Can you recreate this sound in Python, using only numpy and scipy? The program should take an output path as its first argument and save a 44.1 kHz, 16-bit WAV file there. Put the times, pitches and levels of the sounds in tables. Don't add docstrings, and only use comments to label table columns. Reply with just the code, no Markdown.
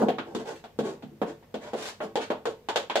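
import sys
import numpy as np
from scipy import signal
from scipy.fft import rfft, irfft
from scipy.io import wavfile

SR = 44100
rng = np.random.default_rng(int(sys.argv[2]) if len(sys.argv) > 2 else 0)


def dump_mix(stems):
    frames = np.atleast_2d(stems).T
    limited = np.clip(frames, -1, 1)
    pcm = np.round(limited * 32767).astype(np.int16)
    wavfile.write(sys.argv[1], SR, pcm)


N = 132300
SIZE = 20480

# frequency_hz, relative_level_db
AIR_SPECTRUM = [(25, -16), (48, -8.5), (65, -0.5), (82, -10), (100, 3), (125, -3.5), (227, -1.5),
                (330, -14), (480, -2.5), (620, -11), (1000, -18.5), (1500, -21.5), (2000, -21), (3500, -26),
                (5600, -29), (10500, -35.5), (14500, -28.5), (16000, -40)]
AIR_RMS_DB = -57

# start_s, rise_s, hold_s, fall_s, squelch_db, rasp_db, hiss_db
STROKES = [(-.02, 0.0066, 0.026, 0.032, -26, -48, -57.5), (.05, 0.023, 0.0076, 0.021, -32, -59.5, -72),
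           (0.227, 0.043, 0.064, 0.022, -45, -66, -74.5), (0.378, 0.012, 0.022, 0.02, -39, -54, -62.5),
           (.445, 0.02, 0.043, 0.03, -38, -49.5, -56.5), (0.548, 0.006, 0.024, 0.036, -63, -59.5, -67.5),
           (0.818, 0.031, 0.023, 0.071, -35, -50.5, -58.5),
           (1.258, 0.0067, 0.024, 0.026, -38.5, -54.5, -62.5),
           (1.422, 0.0036, 0.0057, 0.0092, -60.5, -65.5, -85),
           (1.592, 0.031, 0.025, 0.099, -46, -55, -64.5), (1.753, 0.011, 0.018, 0.038, -41, -50.5, -57.5),
           (1.763, 0.057, 0.043, .06, -45, -45, -50), (2.004, 0.02, 0.014, 0.015, -37, -49.5, -60),
           (2.195, 0.02, 0.0081, 0.033, -43.5, -43.5, -54.5),
           (2.475, 0.0087, 0.0077, 0.015, -40.5, -58, -64)]
# frequency_hz, gain_db
STROKE_COLOUR = [(59, -52), (100, -23), (457, -3.5), (640, -7), (843, -8), (1260, -15), (1620, -12.5),
                 (2180, -18), (3460, -18), (5400, -24), (6950, -23.5), (13400, -43.5), (15500, -49)]
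STROKE_EDGES = [150, 1100, 4500, 15000]
CRACKLES_PER_S, CRACKLE_SPREAD_DB = 1100, 4.5

# start_s, thud_db, knock_db, rap_db, clack_db, tick_db, hollow_pitch_hz, hollowness (0-1)
KNOCKS = [(0.018, -17, -18, -23.5, -46, -75, 620, 0.1), (0.085, -24, -17.5, -25, -33.5, -50, 734, 0.9),
          (0.1843, -29.5, -33, -30.5, -34.5, -54, 1310, 0.4),
          (.349, -26.5, -29.5, -34.5, -40.5, -43.5, 370, 0.14),
          (.640, -49.5, -41, -41.5, -49.5, -60, 770, 0.8), (0.789, -22.5, -21, -32.5, -39.5, -45, 560, .25),
          (1.024, -45, -43, -46.5, -52.5, -63.5, 750, 0.6),
          (1.2165, -23, -21.5, -27.5, -39.5, -54, 462, 0.37), (1.542, -32.5, -28, -37, -42, -51, 680, .5),
          (1.7335, -30, -24.5, -31.5, -43.5, -51.5, 457, 0.1),
          (2.004, -37.5, -28.5, -32, -40.5, -65, 640, 1), (2.156, -29.5, -23, -24.5, -32, -40, 840, 0.8),
          (2.199, -38, -31, -37, -52, -74, 575, 0), (2.303, -25.5, -21.5, -28, -36, -50.5, 610, 0.7),
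          (2.455, -34.5, -24, -29.5, -35.5, -43.5, 472, 1), (2.6872, -35, -28, -25, -32, -41, 930, 0.66),
          (2.7589, -35.5, -20.5, -24.5, -25.5, -33, 524, .7),
          (2.8982, -38.5, -33.5, -26.5, -31.5, -48, 985, 1), (2.956, -33.5, -17.5, -23.5, -25, -35, 594, 1)]
# frequency_hz, gain_db
KNOCK_COLOUR = [(35, -47), (60, -32), (115, -22.5), (155, -13.5), (230, -1.5), (320, -4), (460, 2.5),
                (800, -4), (1100, -13.5), (1500, -11.5), (2100, -16.5), (3300, -13.5), (5700, -30.5),
                (7000, -29.5), (9800, -46), (13500, -47), (15500, -71)]
KNOCK_EDGES = [130, 380, 750, 1500, 4500, 15000]
KNOCK_GAIN_DB, KNOCK_SPAN_S = -5.5, 0.023
HOLLOW_PEAK_DB, HOLLOW_OCTAVES = 12, 0.17
CRACK_DB, CRACK_HZ = -33.5, 10800

# start_s, level_db, pitch_hz
BUMPS = [(.362, -34.5, 310), (1.036, -40.5, 195), (1.116, -49.5, 262)]
BUMP_OCTAVES, BUMP_SPAN_S = 0.6, 0.025

# frequency_hz, relative_level_db, t60_s
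CORNER_MODES = [(146.8, -5.5, 0.83), (171.7, -9.5, 0.49), (215.2, -1.5, 0.38), (257.4, -0.5, 0.29),
                (333.9, 0.5, 0.31), (389, -14, 0.51), (439.8, 1.5, 0.3), (476.6, 0, 0.24)]
# frequency_hz, relative_level_db, t60_s
PAN_MODES = [(566, -7.5, 0.32), (604.6, -10, 0.21), (668, -3.5, 0.17), (711, -3, 0.23), (808, -9, 0.14),
             (828, -2.5, 0.19), (915, -3.5, 0.37), (1096, 4, 0.28), (1470, 5, 0.18), (1655, -7, 0.19),
             (3040, -6.5, 0.22)]
RING_DB = -52.5

# frequency_hz, t60_s
ROOM_DECAY = [(150, 0.23), (700, 0.23), (4500, 0.26), (14000, 0.21)]
# delay_s, path_gain_db
ECHOES = [(.0022, -12), (.0063, -23.5), (0.0177, -12)]
DIRECT_DB, EARLY_DB, LATE_DB = -12, -1.5, 1
EARLY_S = 0.023
LEFT_LAG_SAMPLES = 4
BASS_LIKENESS, WIDE_HZ = 0.95, 850
TOP_HZ = 15600


def undb(db):
    return 10 ** (np.asarray(db) / 20)


def curve(points, hz):
    f, v = np.array(points, float).T
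    return np.interp(np.log(hz + 1e-6), np.log(f), v)


def bins(size):
    return np.fft.rfftfreq(size, 1 / SR)


def causal(db):
    cepstrum = irfft(db * np.log(10) / 20)
    middle = len(cepstrum) // 2
    cepstrum[1:middle] *= 2
    cepstrum[middle + 1:] = 0
    return np.exp(rfft(cepstrum))


def add(out, start_s, x):
    i = int(round(start_s * SR))
    x = x[:, max(-i, 0):]
    i = max(i, 0)
    out[:, i:i + x.shape[1]] += x[:, :max(N - i, 0)]


def diffuse(size):
    mid, side = rfft(rng.standard_normal((2, size)))
    alike = BASS_LIKENESS / (1 + (bins(size) / WIDE_HZ) ** 2)
    shared = mid * np.sqrt((1 + alike) / 2)
    opposed = side * np.sqrt((1 - alike) / 2) * np.array([[1], [-1]])
    return irfft(shared + opposed, size)


def balance(spec, edges, levels_db, span_s):
    hz, edges, n = bins(SIZE), np.array(edges, float), int(span_s * SR)
    centres = np.sqrt(edges[1:] * edges[:-1])
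    for _ in range(2):
        mono = irfft(spec).mean(0)[:n]
        power = 2 * abs(rfft(mono, SIZE)) ** 2 / (SIZE * n)
        now_db = [10 * np.log10(power[(hz >= a) & (hz < b)].sum() + 1e-18)
                  for a, b in zip(edges, edges[1:])]
        gain_db = curve(np.c_[centres, np.array(levels_db) - now_db], hz)
        spec = spec * causal(gain_db)
    return spec


def air():
    x = irfft(rfft(diffuse(N)) * undb(curve(AIR_SPECTRUM, bins(N))), N)
    return x * undb(AIR_RMS_DB) / x.std()


def ringing():
    t = np.arange(SIZE) / SR
    ring = np.zeros(SIZE)
    for f, db, t60 in CORNER_MODES + PAN_MODES:
        decay = np.exp(-np.log(1000) * t / t60)
        ring += undb(RING_DB + db) * np.cos(2 * np.pi * f * t) * decay
    return ring


def kitchen(ring):
    t, hz = np.arange(SIZE) / SR, bins(SIZE)
    noise, late = rfft(diffuse(SIZE)), 0
    for k, (_, t60) in enumerate(ROOM_DECAY):
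        band = curve([(f, j == k) for j, (f, _) in enumerate(ROOM_DECAY)], hz)
        late = late + irfft(noise * band) * np.exp(-np.log(1000) * t / t60)
    early = diffuse(SIZE) / (1 + (t / EARLY_S) ** 4)
    scattered = 0
    for db, x in [(LATE_DB, late), (EARLY_DB, early)]:
        energy = (x ** 2).sum(1).mean()
        scattered = scattered + undb(db) * x / np.sqrt(energy)
    h = ring + scattered
    h[:, 0] += undb(DIRECT_DB)
    for s, db in ECHOES:
        arrivals = s + rng.uniform(0, 0.0004) + rng.uniform(0, 0.00022, 2)
        h[[0, 1], (arrivals * SR).astype(int)] += undb(db)
    h[0] = np.roll(h[0], LEFT_LAG_SAMPLES)
    return rfft(h)


def strokes(ring):
    out, t = np.zeros((2, N)), np.arange(SIZE) / SR
    colour = causal(curve(STROKE_COLOUR, bins(SIZE)))
    for s, rise, hold, fall, *levels in STROKES:
        push = np.interp(t, np.cumsum([0, rise, hold, fall]), [0, 1, 1, 0])
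        slips = rng.random(SIZE) < CRACKLES_PER_S / SR
        signs = rng.choice([-1, 1], SIZE)
        sizes = undb(CRACKLE_SPREAD_DB * np.minimum(rng.exponential(size=SIZE), 4))
        grains = slips * signs * sizes
        spec = rfft(push * grains) * colour * kitchen(ring)
        add(out, s, irfft(balance(spec, STROKE_EDGES, levels, rise + hold + fall)))
    return out


def knocks(ring):
    out, hz = np.zeros((2, N)), bins(SIZE)
    thin = causal(-10 * np.log10(1 + (CRACK_HZ / (hz + 1000)) ** 8))
    colour_db = curve(KNOCK_COLOUR, hz)
    for s, thud, knock, rap, clack, tick, pitch, hollowness in KNOCKS:
        path = kitchen(ring)
        octaves_off = np.log2((hz + 1) / pitch)
        hollow_db = hollowness * HOLLOW_PEAK_DB / (1 + (octaves_off / HOLLOW_OCTAVES) ** 2)
        levels = [thud, knock, rap, clack, tick]
        blow = balance(path * causal(colour_db + hollow_db), KNOCK_EDGES, levels, KNOCK_SPAN_S)
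        crack = irfft(path * thin)
        crack_rms = crack[:, :int(KNOCK_SPAN_S * SR)].std()
        add(out, s, irfft(blow) + crack * undb(knock + CRACK_DB) / crack_rms)
    return out * undb(KNOCK_GAIN_DB)


def bumps(ring):
    out, hz = np.zeros((2, N)), bins(SIZE)
    for s, db, pitch in BUMPS:
        octaves_off = np.log2((hz + 1) / pitch)
        dull = causal(-20 * np.log10(1 + (octaves_off / BUMP_OCTAVES) ** 4))
        x = irfft(kitchen(ring) * dull)
        add(out, s, x * undb(db) / x[:, :int(BUMP_SPAN_S * SR)].std())
    return out


def scene():
    ring = ringing()
    return air() + strokes(ring) + knocks(ring) + bumps(ring)


def record(dry):
    return signal.sosfilt(signal.ellip(8, 0.2, 70, TOP_HZ, fs=SR, output="sos"), dry)


dry = scene()
out = record(dry)
dump_mix(out)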